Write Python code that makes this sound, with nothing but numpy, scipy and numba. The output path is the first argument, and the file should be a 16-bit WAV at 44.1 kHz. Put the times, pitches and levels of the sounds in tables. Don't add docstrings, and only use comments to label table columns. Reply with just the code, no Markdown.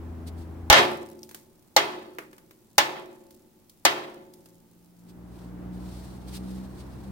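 import sys
import numpy as np
from scipy import signal
from scipy.fft import rfft, irfft, next_fast_len
from scipy.io import wavfile
from scipy.ndimage import map_coordinates
from numba import njit

SR = 44100
rng = np.random.default_rng(int(sys.argv[2]) if len(sys.argv) > 2 else 0)


def master_out(mix):
    frames = np.transpose(np.atleast_2d(mix))
    ceiling = np.clip(frames, -1, 1)
    pcm = np.round(ceiling * 32767).astype(np.int16)
    wavfile.write(sys.argv[1], SR, pcm)


N = 313551
T = np.arange(N) / SR
EARS = np.array([[.5], [-.5]])


def amp(db):
    return 10 ** (np.asarray(db) / 20)


def along(points, hz):
    pitches, values = np.transpose(points)
    return np.interp(np.log(hz + 1), np.log(pitches + 1), values)


def wobble(rate):
    return map_coordinates(rng.standard_normal(1024), [T * rate], mode="wrap")


def ramp(start_s, length_s):
    return np.clip((T - start_s) / length_s, 0, 1)


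def swell(t, rise_s):
    return 1 - np.exp(-t / rise_s)


def fade(t, ring_s):
    return np.exp(-np.log(1000) * t / ring_s)


def add(track, start_s, sound):
    part = track[:, max(round(start_s * SR), 0):][:, :sound.shape[-1]]
    part += sound[..., :part.shape[1]]


def filtered(x, response):
    size = next_fast_len(N + SR // 2)
    return irfft(rfft(x, size) * response(np.fft.rfftfreq(size, 1 / SR)), size)[:, :N]


def noise(colour, likeness, size, ripple=lambda hz: 1):
    padded = next_fast_len(size)
    hz = np.fft.rfftfreq(padded, 1 / SR)
    angle = np.arccos(np.clip(along(likeness, hz), -1, 1)) / 2
    weights = amp(along(colour, hz)) * ripple(hz) * np.array([np.cos(angle), np.sin(angle)])
    mid, side = irfft(rfft(rng.standard_normal((2, padded))) * weights, padded)[:, :size]
    stereo = np.array([mid + side, mid - side])
    return stereo / np.sqrt(np.mean(stereo ** 2) + 1e-20)


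def ring(tones, t, scatter_db, spread, beat_hz=0):
    out = np.zeros((2, len(t)))
    for hz, db, ring_s in tones:
        phase = rng.uniform(0, 2 * np.pi)
        phase += min(spread * hz / 1000, 2) * rng.standard_normal((2, 1))
        points = np.exp(2j * np.pi * rng.random(256))
        waver = np.interp(t * beat_hz, np.arange(len(points)), points)
        tone = waver * np.exp(1j * (phase + 2 * np.pi * hz * (t + .0002 * EARS)))
        out += amp(db + scatter_db * rng.standard_normal()) * fade(t, ring_s) * tone.real
    return out


# (pitch [Hz], likeness [-1 to 1])
AIR_LIKENESS = [(60, 0.35), (250, .75), (800, 0.28), (2500, 0.11), (10000, 0.091)]
# (pitch [Hz], level [dB])
TRAFFIC_COLOUR = [(25, -31.5), (70, -17), (150, -1), (330, 0.5), (450, -9.5), (800, -10.5), (1200, -17),
                  (2000, -25), (3500, -35), (8000, -44), (16000, -49)]


def traffic():
    return noise(TRAFFIC_COLOUR, AIR_LIKENESS, N) * amp(-46.5 + 0.67 * wobble(11))


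# (multiple of the firing rate [times], level [dB])
EXHAUST_TONES = [(1, -5), (2, -8.5), (3, -2), (4, -15.5), (5, -13), (6.5, -22), (8, -23)]


def engine(idle_hz=55.9, climb_hz_per_s=2.8, leave_s=4.05, idle_db=-49.5, load_db=14):
    driving_s = np.maximum(T - leave_s, 0)
    firing_hz = idle_hz + climb_hz_per_s * driving_s
    db = idle_db + load_db * ramp(leave_s, 0.42) - 1.26 * driving_s
    surge_db = 2.5 * driving_s * np.cos(2 * np.pi * (T - 5.728) / .76)
    cycles = np.cumsum(firing_hz * (1 + .004 * wobble(18))) / SR + firing_hz * 0.00056 * EARS
    return sum(amp(db + level + (k > 2) * surge_db + wobble(10)) * np.sin(2 * np.pi * k * cycles)
               for k, level in EXHAUST_TONES)


# (multiple of its lowest pitch [times], level [dB])
DRONE_TONES = [(1, 1), (3, -9.5), (4, -12.5), (5, -17.5)]


def drone(pitch_hz=82.1, hold_s=1.0, fade_db_per_s=15.5):
    db = -38 - fade_db_per_s * np.maximum(T - hold_s, 0)
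    cycles = np.cumsum(pitch_hz * (1 + 0.012 * wobble(15))) / SR
    hum = sum(amp(db + level + wobble(9)) * np.sin(2 * np.pi * k * cycles) for k, level in DRONE_TONES)
    return hum * amp([[1], [-1]])


# (pitch [Hz], level [dB])
WIND_COLOUR = [(10, -28), (30, -12.5), (65, 1.5), (110, -3.5), (200, -19), (500, -49.5), (2000, -88)]


def wind():
    return amp(-48.5 + 2.1 * wobble(2.6)) * noise(WIND_COLOUR, [(30, .6), (100, 1.0)], N)


# (pitch [Hz], level [dB])
CLOTH_COLOUR = [(100, -50), (1000, -4), (2500, 1.5), (4300, 7), (7000, -0.5), (8500, 4), (10300, -0.5),
                (12000, -2.5), (15500, -3.5)]
# (middle time [s], half length [s], level [dB])
BRUSHES = [(0.283, 0.012, -47), (0.406, 0.044, -61), (5.094, .02, -50), (5.391, 0.092, -60),
           (5.977, 0.12, -58.5), (6.294, 0.019, -54), (6.353, .022, -42.5), (6.513, 0.084, -61),
           (6.797, 0.022, -59)]


def sleeve(rub_from_s=5.7):
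    rub = ramp(rub_from_s, 0.039) * amp(-63.5 + 0.67 * wobble(13))
    strokes = sum(amp(db) * np.exp(-((T - middle) / half) ** 2) for middle, half, db in BRUSHES)
    grip = amp(1.8 * wobble(82))
    return (rub + strokes) * grip * noise(CLOTH_COLOUR, AIR_LIKENESS, N)


def bar_peaks(spacing_hz, depth_db):
    heights = rng.standard_normal(4096)
    return lambda hz: amp(depth_db * np.interp(hz / spacing_hz, np.arange(len(heights)), heights))


# (pitch [Hz], likeness [-1 to 1])
KNOCK_LIKENESS = [(150, 0.94), (400, 0.8), (800, 0.15), (1300, -0.23), (4000, -0.026), (12000, -0.04)]
# (pitch [Hz], level [dB])
CRACK_COLOUR = [(40, -52.5), (200, -24), (800, 0), (2500, -10.5), (4800, -1.5), (7000, -2.5), (9500, -11),
                (13000, -6.5), (15500, -7.5)]


def crack(t, bars):
    decay = fade(t, 0.038) + amp(-25) * fade(t, 0.38)
    return amp(12) * noise(CRACK_COLOUR, KNOCK_LIKENESS, len(t), bars) * decay * swell(t, 0.00022)


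# (pitch [Hz], width of the peak [Hz], level [dB])
STEP_TONES = [(529, 54, -7), (653, 15, -5.5), (834.7, 32, 2.5), (1274, 96, -12), (1850, 43, -15),
              (2120, 17, -14), (2376, 15, -15), (3020, 35, -11), (3619, 36, -15.5), (3800, 91, -10.5),
              (4270, 50, -7.5), (4780, 33, -20), (5770, 63, -16), (6090, 36, -8)]


def step_clang(t):
    tones = [(hz, db + 20 * np.log10(width / 50), 1.9 / width) for hz, width, db in STEP_TONES]
    return amp(13.5) * ring(tones, t, scatter_db=0.5, spread=0.61) * swell(t, 0.0014)


# (pitch [Hz], level [dB], ring time [s])
EDGE_TONES = [(3990, -1.5, .06), (4500, 0.5, 0.046), (4490, -29.5, .9), (4830, -2.5, 0.078),
              (5320, -1, 0.074)]


def edge_ring(t):
    return amp(5.5) * ring(EDGE_TONES, t, scatter_db=1, spread=0.16) * swell(t, 0.00035)


# (pitch [Hz], level [dB])
CLATTER_COLOUR = [(59, -38), (100, -17.5), (234, -21.5), (322, -11), (461, -18.5), (524, -5.5), (721, -8.5),
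                  (836, -5.5), (1480, -3.5), (1720, -4.5), (2270, -3), (2470, -11), (2860, -5),
                  (4290, -11.5), (16000, -42.5)]


def clatter(t, bars):
    return noise(CLATTER_COLOUR, KNOCK_LIKENESS, len(t), bars) * fade(t, 0.18) * swell(t, .002)


# (pitch [Hz], level [dB], ring time [s])
FRAME_TONES = [(114, -14, 1.4), (144.4, -7, 1.1), (223.7, -12.5, 3.9), (316.8, -6.5, 2.2), (341.6, -1, 1.6),
               (353.7, -1, 1.2), (362.3, 4, 1.5), (386.5, -8, 2.2), (415.8, 5, 0.82), (513, -5.5, 1.4),
               (547.4, -0.5, 1.41), (647, -2.5, 0.95), (806, -1, 0.88), (866, 8, 0.7), (875, -14, 2.3),
               (970, -2.5, 0.37), (1250, -1, .4), (1770, -3, .4), (2060, -1, 0.38), (3280, 3.5, .3)]


def frame_hum(t):
    return amp(-17.5) * ring(FRAME_TONES, t, scatter_db=1, spread=1, beat_hz=9) * swell(t, 0.012)


# (pitch [Hz], level [dB])
ECHO_COLOUR = [(47, -64.5), (80, -35), (130, -18.5), (296, -13.5), (346, -7.5), (451, -18), (538, -10.5),
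               (588, -15), (858, -9), (1490, -16.5), (1900, -16), (4230, -24.5), (6890, -39), (16000, -47)]
# (pitch [Hz], ring time [s])
ECHO_TIMES = [(120, 2.9), (350, 1.3), (700, 0.67), (2000, 0.58), (5000, .55), (12000, .7)]


def yard_echo(t, bars, colour_at_s=0.17):
    wash = noise(ECHO_COLOUR, KNOCK_LIKENESS, len(t), bars)
    hz, when, bands = signal.stft(wash, SR, nperseg=256)
    decay = fade(when - colour_at_s, along(ECHO_TIMES, hz)[:, None])
    tail = signal.istft(bands * decay, SR, nperseg=256)[1][:, :len(t)]
    clumps = amp(wobble(70)[:len(t)])
    return amp(-17) * tail * clumps * swell(t, 0.038)


# (pitch [Hz], level [dB], ring time [s])
THUMP_TONES = [(45, 2, 0.09), (80, -5.5, 0.14), (155, -1, 0.1)]


def thump(t):
    tones = ring(THUMP_TONES, t, scatter_db=2, spread=8.3)
    return amp(-3.5) * tones * swell(t, .0015) * amp([[3], [-4]])


# (time [s], level [dB], clang [dB], crack [dB], thump [dB], edge ring [dB], clatter [dB])
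KNOCKS = [(0.7, -1, -1.5, -7.5, -1.5, -19, 7), (0.727, -11, 8.5, -1.5, -12, -12, 19.5),
          (1.7641, -1.5, 4, -1.5, -17.5, -2, 8.5), (2.7809, -2.5, 2.5, 2.5, -0.5, -13.5, 11),
          (3.8511, -2, 0, 0.5, -14.5, -15.5, 10)]


def knocks():
    out = np.zeros((2, N))
    t = np.arange(3 * SR // 2) / SR
    bars = bar_peaks(spacing_hz=15, depth_db=3.4)
    for start_s, db, clang_db, crack_db, thump_db, edge_db, clatter_db in KNOCKS:
        blow = (amp(crack_db) * crack(t, bars)
                + amp(clang_db) * step_clang(t)
                + amp(edge_db) * edge_ring(t)
                + amp(clatter_db) * clatter(t, bars)
                + frame_hum(t)
                + yard_echo(t, bars)
                + amp(thump_db) * thump(t))
        add(out, start_s, amp(db) * blow)
    return out * amp([[-.2], [.2]])


def rust_trickle(grains=120, fall_s=.07, lasts_s=1.15):
    power = np.zeros((1, N))
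    t = np.arange(SR // 20) / SR
    for knock_s, *_ in KNOCKS:
        for wait, size in rng.random((grains, 2)):
            db = -42.5 + 12.5 * size ** 3 - 9.5 * wait
            add(power, knock_s + fall_s + lasts_s * wait, (amp(db) * fade(t, 0.015)) ** 2)
    colour = [(100, -50), (2500, -13), (5000, 1), (12000, 1), (16000, -3.5)]  # (pitch [Hz], level [dB])
    return np.sqrt(power) * noise(colour, AIR_LIKENESS, N)


# (pitch [Hz], level [dB])
TICK_COLOUR = [(60, -60), (1500, -23.5), (3500, -4.5), (5200, -4), (7000, -5), (11000, -4.5), (15500, -3)]
# (pitch [Hz], level [dB])
TAP_COLOUR = [(40, -55), (200, -25), (370, 7.5), (600, -5), (1100, -0.5), (2200, -2), (4000, -19),
              (9000, -27)]
# (time [s], level [dB], tap compared with tick [dB])
LANDINGS = [(1.113, -54, -17), (1.191, -56, -27.5), (1.231, -40.5, -31), (1.291, -41, -12),
            (1.3112, -41.5, -4), (1.3456, -32.5, -7.5), (2.1848, -36, 11.5), (2.33, -48.5, 4.5),
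            (2.381, -46.5, 0), (2.509, -46, -2), (3.307, -45, -13), (3.696, -43, -20),
            (4.337, -43.5, -21.5), (4.458, -45, -7)]


def falling_flakes(light_tap_db=-27):
    out = np.zeros((2, N))
    t = np.arange(SR // 2) / SR
    decay = fade(t, 0.023) + amp(-15.5) * fade(t, 0.31)
    for start_s, db, tap_db in LANDINGS:
        tick = noise(TICK_COLOUR, AIR_LIKENESS, len(t))
        tap = amp(tap_db) * noise(TAP_COLOUR, KNOCK_LIKENESS, len(t))
        ping_db = 7.5 - 2.4 * max(tap_db - light_tap_db, 0)
        ping = amp(ping_db) * ring([(4970, -0.5, 0.012), (5800, -2, 0.015)], t, scatter_db=2, spread=.1)
        add(out, start_s, amp(db + 18) * ((tick + tap) * decay + ping) * swell(t, 0.00044))
    return out


def scene():
    fire_escape = knocks() + falling_flakes() + rust_trickle()
    return fire_escape + traffic() + engine() + drone() + wind() + sleeve()


@njit
def follow(x, rise_s, fall_s):
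    out, level = np.empty_like(x), 0.0
    for i in range(len(x)):
        level += (x[i] - level) / (SR * (rise_s if x[i] > level else fall_s))
        out[i] = level
    return out


def gain_control(x, depth_db, extra_bass_db, bass_hz, hold_s):
    too_loud = np.abs(x).max(0) > 1
    last_loud_s = np.maximum.accumulate(np.where(too_loud, T, -np.inf))
    holding = (T - last_loud_s < hold_s).astype(float)
    dip = follow(holding, rise_s=0.26, fall_s=0.19)
    bass = filtered(x, lambda hz: 1 / (1 + (hz / bass_hz) ** 4))
    return (x - bass + bass * amp(-extra_bass_db * dip)) * amp(-depth_db * dip)


def limiter(x, ceiling, rise_s, fall_s):
    level = follow(np.abs(x).max(0), rise_s, fall_s)
    ahead = np.interp(T + rise_s, T, level)
    return np.clip(x / np.maximum(ahead / ceiling, 1), -1, 1)


# (pitch [Hz], level [dB])
HISS_COLOUR = [(200, 21), (1500, 1.7), (6000, 1), (13000, 1.3), (16000, 5.8)]


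def record(dry):
    x = gain_control(dry, depth_db=19.5, extra_bass_db=20.5, bass_hz=110, hold_s=1.033)
    x = limiter(x, ceiling=0.77, rise_s=0.00027, fall_s=0.018)
    hiss = amp(-62.5) * noise(HISS_COLOUR, AIR_LIKENESS, N)
    return filtered(x + hiss, lambda hz: np.interp(hz, [15900, 16300], [1, 0]))


dry = scene()
out = record(dry)
master_out(out)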